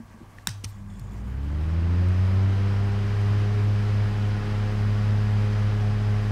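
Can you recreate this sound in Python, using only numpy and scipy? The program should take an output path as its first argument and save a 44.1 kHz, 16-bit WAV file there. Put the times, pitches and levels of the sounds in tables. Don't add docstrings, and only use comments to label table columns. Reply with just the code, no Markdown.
import sys
import numpy as np
from scipy import signal
from scipy.io import wavfile

SR = 44100
rng = np.random.default_rng(int(sys.argv[2]) if len(sys.argv) > 2 else 0)


def file_out(sig):
    cols = np.atleast_2d(sig).T
    lim = np.clip(cols, -1, 1)
    pcm = np.round(lim * 32767).astype(np.int16)
    wavfile.write(sys.argv[1], SR, pcm)


def linear_from_db(decibels):
    return 10 ** (np.asarray(decibels, float) / 20)


N = 278271

# pitch_hz, level_db (per Hz)
ROOM_COLOUR = [(22, 5), (50, 18), (100, 12), (250, 7), (480, -3), (800, 1), (1100, 0), (1350, -12),
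               (1650, -3.5), (2300, -13.5), (3500, -18.5), (7000, -19.5), (10500, -25.5), (16000, -31)]
# pitch_hz, width_hz, level_db
ROOM_WHINE = [(1140, 50, -64), (1600, 100, -67)]
# start_s, level_db, pitch_hz, t60_s
KNOCKS = [(.001, -31.5, 230, 0.12), (0.142, -39.5, 222, 0.16), (.205, -41.5, 330, 0.12),
          (.213, -34.5, 227, 0.067), (.229, -34, 130, 0.041), (.328, -49, 129, .05), (0.379, -38, 104, 0.1),
          (.473, -24, 175, 0.04), (.482, -24.5, 123, 0.12), (0.639, -25, 218, 0.017),
          (0.655, -29, 75, 0.052), (0.657, -31, 103, .2), (1, -31.5, 128.5, 0.28), (2.02, -37, 550, 0.26)]
# start_s, length_s, level_db, loudest_hz, boost_db
SNAPS = [(0.3835, 0.004, -67, 1790, 31), (0.4721, 0.0014, -23, 13700, 4), (.474, 0.022, -47, 1800, 12.5),
         (0.489, 0.0071, -38, 5300, 2), (0.491, 0.035, -53.5, 5300, 7), (0.516, 0.04, -61, 5300, 5),
         (0.637, 0.019, -41, 2500, 5), (0.639, 0.016, -54, 1100, 16), (0.643, 0.0042, -38.5, 5670, 12),
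         (0.649, 0.0036, -46, 5700, 4), (0.665, 0.056, -59, 13000, 1), (0.995, 0.0025, -47.5, 12000, 0),
         (1.273, 0.0012, -56, 6800, 0), (2.08, .015, -63, 9500, -3)]
# pitch_hz, width_hz, level_db
SWITCH_BODY = [(900, 400, -8), (1580, 500, -3), (2650, 600, -10), (3800, 600, 0), (5450, 650, -1),
               (7130, 600, -1), (8550, 900, -1), (12000, 700, -12), (13700, 1200, -11), (15300, 1000, -16)]
# start_s, contact_s, level_db
LATCH = (.4716, .0015, -18.5)
# multiple of the blade pass, level_db at full speed,
# growth as a power of speed, share of nearness
LOWER = [(1, -22.5, 2.93, 1.0), (2, -39.3, 1.2, 0.6), (3, -52.5, 2.0, 1.3), (4, -43.3, 1.6, -.1)]
# multiple of the blade pass, level_db at full speed, growth as a power of speed
UPPER = [(5, -51.5, 1.8), (6, -56, 2), (7, -54.5, 2.5), (8, -54, 3), (10, -58.5, 4), (11, -61, 4),
         (12, -60, 4), (13, -61, 4), (14, -60, 4), (16, -58.5, 5), (18, -63, 5)]
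# multiple of the turn, level_db at full speed
ROTOR = [(1, -35.5), (2, -44), (4, -52), (5, -59), (7, -65), (8, -65.5), (10, -62)]
# time_s, level_db
NEAR = [(.7, 0.5), (1.1, 2), (1.6, 4), (2.0, 5.5), (2.5, 3.4), (2.9, -.4), (3.4, 0.4), (4.0, -0.14),
        (5.2, 0.26), (6.31, -1.4)]
# pitch_hz, level_db (per Hz)
AIR_COLOUR = [(22, -12.5), (50, 8.5), (130, 12.5), (280, 4.5), (600, -1), (1100, -0.5), (1850, -2),
              (2400, -6), (3200, -7.5), (3900, -16), (5100, -16), (6500, -23), (10500, -31.5), (16000, -44)]
# pitch_hz, width_hz, level_db
CAGE = (4920, 1030, -3)
# peak_s, level_db
CHIRPS = [(.72, -64), (.89, -65), (.94, -63), (1.01, -65.5), (1.12, -70), (1.27, -72), (1.5, -72)]
# pitch_hz, t60_s, level_db
BEARING = [(3440, 0.016, -2.5), (5300, .008, -6), (6800, 0.023, -2), (7450, 0.011, 0), (8300, .006, -5),
           (9200, .006, -3)]

SWITCH_ON_S = 0.473
FULL_PASS_HZ, WIND_UP_S, SLOW_START = 104.198, 0.5743, 2.3532
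SWING_S, SWING_LENGTH_S, SWING_LAG_RAD = 4.0, 0.95, 2.6
SWING_DIP_DB, SWING_SECOND_DB, SWING_HUM_DB, SWING_FOURTH_DB = -4, 2.5, -3, -2.5
ROOM_DB = -49
HUM_HZ, HUM_LEAD_RAD, HUM_GROWTH = 100.134, 0.7, 0.86
HUM_DB, HUM_IDLE_DB, INRUSH_DB, INRUSH_S = -39.5, -53, -0.5, 0.14
BUZZ_DB, BUZZ_FROM_S, BUZZ_RISE_S, BUZZ_FADE_DB_PER_S = -45.5, 0.72, 0.061, -0.5
SNAP_CUT_HZ, SCRAPE_DAMPING, SCRAPE_HISS_DB = 12400, 1.6, -13
SWITCH_T60_S, SWITCH_TAIL_DB = 0.35, -23.5
TAIL_SCATTER_DB, TAIL_HZ, TAIL_WIDTH_HZ = 2, 3800, 5000
ROTOR_START_RAD, TONE_SHAKE_DB = 0.29, 0.25
PANEL_HZ, PANEL_WIDTH_HZ, PANEL_DB = 167, 23.5, 5
AIR_DB, AIR_GROWTH, AIR_NEAR = -44.5, 3.13, 0.41
CHIRP_RISE_S, CHIRP_DECAY_S = 0.017, 0.083
OVERLOAD, CUTOFF_HZ, LOW_CUT_HZ = 0.29, 15720, 24


def rms_one(x):
    return x / np.sqrt(np.mean(x ** 2) + 1e-20)


def in_time(rows):
    s, *columns = np.transpose(rows)
    return [np.interp(np.arange(N) / SR, s, column) for column in columns]


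def swell(start, rise, decay):
    t = np.arange(N) / SR - start
    return np.clip(t / rise, 0, 1) * np.exp(-np.maximum(t - rise, 0) / decay)


def drift(rate):
    r = np.exp(-80 * np.pi * rate / SR)
    coarse = rng.standard_normal(N // 40 + 2002)
    slow = signal.lfilter([1], [1, -2 * r, r * r], coarse)[2000:]
    return np.interp(np.arange(N) / 40, np.arange(len(slow)), rms_one(slow))


def ring(clicks, hz, t60):
    r = np.exp(-np.log(1000) / (t60 * SR))
    w = 2 * np.pi * hz / SR
    return signal.lfilter([0, np.sin(w)], [1, -2 * r * np.cos(w), r * r], clicks + 1e-18)


def resonance(x, hz, width):
    r = np.exp(-np.pi * width / SR)
    poles = [1, -2 * r * np.cos(2 * np.pi * hz / SR), r * r]
    return signal.lfilter((1 - r * r) / 2 * np.array([1, 0, -1]), poles, x)


def banded_noise(spectrum, patchy_db, tilt_db, count):
    edges = 25 * 2 ** np.arange(0, 9.6, 1 / count)
    white = rng.standard_normal((2, N))
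    together = drift(4.4)
    out, power = 0, 0
    curve_hz, curve_db = np.transpose(spectrum)
    for k, (low, high) in enumerate(zip(edges, edges[1:])):
        hz = np.sqrt(low * high)
        band = signal.sosfilt(signal.butter(2, [low, high], "band", fs=SR, output="sos"), white[k % 2])
        flicker_db = patchy_db * (0.72 * together + drift(15.0))
        band = band * linear_from_db(np.interp(np.log(hz), np.log(curve_hz), curve_db) + flicker_db)
        power += np.mean(band ** 2)
        out = out + band * linear_from_db(tilt_db * max(np.log2(hz / 2000), -2.9))
    return out / np.sqrt(power)


def wind_up():
    t = np.arange(N) / SR
    return FULL_PASS_HZ * (1 + np.exp((SWITCH_ON_S - t) / WIND_UP_S)) ** -SLOW_START


def swing():
    return np.pi * np.clip((np.arange(N) / SR - SWING_S) / SWING_LENGTH_S, 0, 1)


def room_tone():
    room = linear_from_db(ROOM_DB) * banded_noise(ROOM_COLOUR, patchy_db=1.5, tilt_db=0.5, count=2)
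    for hz, width, db in ROOM_WHINE:
        room = room + linear_from_db(db) * rms_one(resonance(rng.standard_normal(N), hz, width))
    return room


def motor(pass_hz):
    t = np.arange(N) / SR
    running = (t > SWITCH_ON_S) * (pass_hz / pass_hz[-1]) ** HUM_GROWTH
    inrush = linear_from_db(INRUSH_DB) * swell(SWITCH_ON_S, 0.025, INRUSH_S)
    hum = linear_from_db(HUM_IDLE_DB) + linear_from_db(HUM_DB + SWING_HUM_DB * swing() / np.pi) * (running + inrush)
    buzz = linear_from_db(BUZZ_DB + BUZZ_FADE_DB_PER_S * t) * np.clip((t - BUZZ_FROM_S) / BUZZ_RISE_S, 0, 1)
    phase = 2 * np.pi * HUM_HZ * t + HUM_LEAD_RAD
    hum = hum * linear_from_db(1.1 * drift(18.0)) * np.cos(phase)
    buzz = buzz * linear_from_db(1.2 * drift(3.8)) * np.cos(2 * phase)
    return np.sqrt(2) * (hum - buzz)


def knocks():
    out = np.zeros(N)
    for s, db, hz, t60 in KNOCKS:
        blow = np.zeros(SR // 2)
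        blow[:44] = linear_from_db(db) / 22 * np.hanning(44)
        i = round(s * SR)
        out[i:i + len(blow)] += ring(blow, hz, t60)
    return out


def scrape(length, loud_hz, boost_db):
    n = round(length * SR)
    burst = rng.standard_normal(3000) * np.r_[np.hanning(n + 2)[1:-1] ** 0.4, np.zeros(3000 - n)]
    rings = linear_from_db(boost_db) * resonance(burst, loud_hz, 0.22 * loud_hz)
    for k, (hz, width, db) in enumerate(SWITCH_BODY):
        rings = rings + (-1) ** k * linear_from_db(db) * resonance(burst, hz, SCRAPE_DAMPING * width)
    rings = rings + linear_from_db(SCRAPE_HISS_DB) * burst * min(length / 0.011, 1)
    return signal.lfilter(*signal.butter(2, SNAP_CUT_HZ, fs=SR), rings)


def latch():
    s, contact, db = LATCH
    t = np.arange(600) / SR
    phases = rng.uniform(0, 2 * np.pi, len(SWITCH_BODY))
    out, i = np.zeros(N), round(s * SR)
    for (hz, width, level_db), phase in zip(SWITCH_BODY, phases):
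        shape = np.minimum(t / 0.00011, 1) * np.exp(-np.pi * width * np.maximum(t - contact, 0))
        out[i:i + len(t)] += linear_from_db(db + level_db) * shape * np.cos(2 * np.pi * hz * t + phase)
    return out


def switch():
    body = latch()
    for s, length, db, loud_hz, boost_db in SNAPS:
        i = round(s * SR)
        body[i:i + 3000] += linear_from_db(db + 7.5) * scrape(length, loud_hz, boost_db)
    t = np.arange(SR // 3) / SR
    tail = rng.standard_normal(len(t)) * np.exp(-np.log(1000) * t / SWITCH_T60_S)
    tail = signal.lfilter(*signal.butter(1, 5000, fs=SR), tail) / np.sqrt(np.sum(tail ** 2))
    smeared = resonance(body * rng.choice([-1, 1], N), TAIL_HZ, TAIL_WIDTH_HZ)
    scattered = linear_from_db(-6.0) * body + linear_from_db(TAIL_SCATTER_DB) * smeared
    return body + linear_from_db(SWITCH_TAIL_DB + 13.0) * signal.fftconvolve(scattered, tail)[:N]


def blades(pass_hz, near_db):
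    turn = ROTOR_START_RAD + 2 * np.pi * np.cumsum(pass_hz / 3) / SR
    speed_db = 20 * np.log10(pass_hz / pass_hz[-1])
    swung = swing()
    tone_db, second_db, third_db, fourth_db = [
        db + growth * speed_db + share * near_db for _, db, growth, share in LOWER]
    lines = [(3, tone_db + SWING_DIP_DB * np.sin(swung), TONE_SHAKE_DB, 0.034),
             (6, second_db + SWING_SECOND_DB * swung / np.pi, 0.7, 0.08),
             (9, third_db, 3.4, 1.0),
             (12, fourth_db + SWING_FOURTH_DB * swung / np.pi, 1.8, 0.35)]
    lines += [(3 * k, db + growth * speed_db, 2.8, 0.4) for k, db, growth in UPPER]
    lines += [(k, db + (1 + 1.2 / k) * speed_db, 2.3 - 2.1 / k ** 2, 0.4 - 0.38 / k ** 2) for k, db in ROTOR]
    lag = SWING_LAG_RAD * np.cos(swung / 2) ** 2
    out = 0
    for k, db, shake_db, sway in lines:
        panel_db = PANEL_DB / (1 + ((k * pass_hz / 3 - PANEL_HZ) / PANEL_WIDTH_HZ) ** 2)
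        phase = k * turn + sway * drift(3.0) + lag * (k == 3)
        out = out + linear_from_db(db + panel_db + shake_db * drift(6.2)) * np.cos(phase)
    return -np.sqrt(2) * out


def air(pass_hz, near_db):
    speed = pass_hz / pass_hz[-1]
    level_db = AIR_DB + AIR_GROWTH * 20 * np.log10(speed) + AIR_NEAR * near_db
    turn = 2 * np.pi * np.cumsum(pass_hz / 3) / SR
    throb = 1 + 0.023 * np.cos(turn) + 0.03 * np.cos(3 * turn)
    rush = banded_noise(AIR_COLOUR, patchy_db=0.5, tilt_db=-6.0 * (1 - speed), count=3)
    cage_hz, width, cage_db = CAGE
    return linear_from_db(level_db + 7.0) * throb * (rush + linear_from_db(cage_db) * resonance(rush, cage_hz, width))


def bearing():
    level = sum(linear_from_db(db) * swell(s - CHIRP_RISE_S, CHIRP_RISE_S, CHIRP_DECAY_S) for s, db in CHIRPS)
    sizes = linear_from_db(4.4 * np.minimum(rng.exponential(1, N), 4)) * rng.choice([-1, 1], N)
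    slips = sizes * (rng.random(N) < 2500 * linear_from_db(3.0 * drift(25.0)) / SR)
    dealt = rng.integers(0, len(BEARING), N)
    rings = sum(linear_from_db(db) * ring(slips * (dealt == k), hz, t60) for k, (hz, t60, db) in enumerate(BEARING))
    return level * rms_one(rings)


def scene():
    pass_hz = wind_up()
    near_db, = in_time(NEAR)
    handling = knocks() + switch()
    fan = motor(pass_hz) + blades(pass_hz, near_db) + air(pass_hz, near_db) + bearing()
    return (room_tone() + handling + fan)[None]


def roll_off(x):
    return signal.sosfilt(signal.butter(12, 17170, fs=SR, output="sos"), x)


def record(dry):
    limited = dry / (1 + (dry / OVERLOAD) ** 6) ** (1 / 6)
    limited = signal.sosfilt(signal.butter(2, LOW_CUT_HZ, "high", fs=SR, output="sos"), limited)
    mix = signal.sosfilt(signal.ellip(9, 0.5, 50, CUTOFF_HZ, fs=SR, output="sos"), limited)
    return roll_off(mix)


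dry = scene()
out = record(dry)
file_out(out)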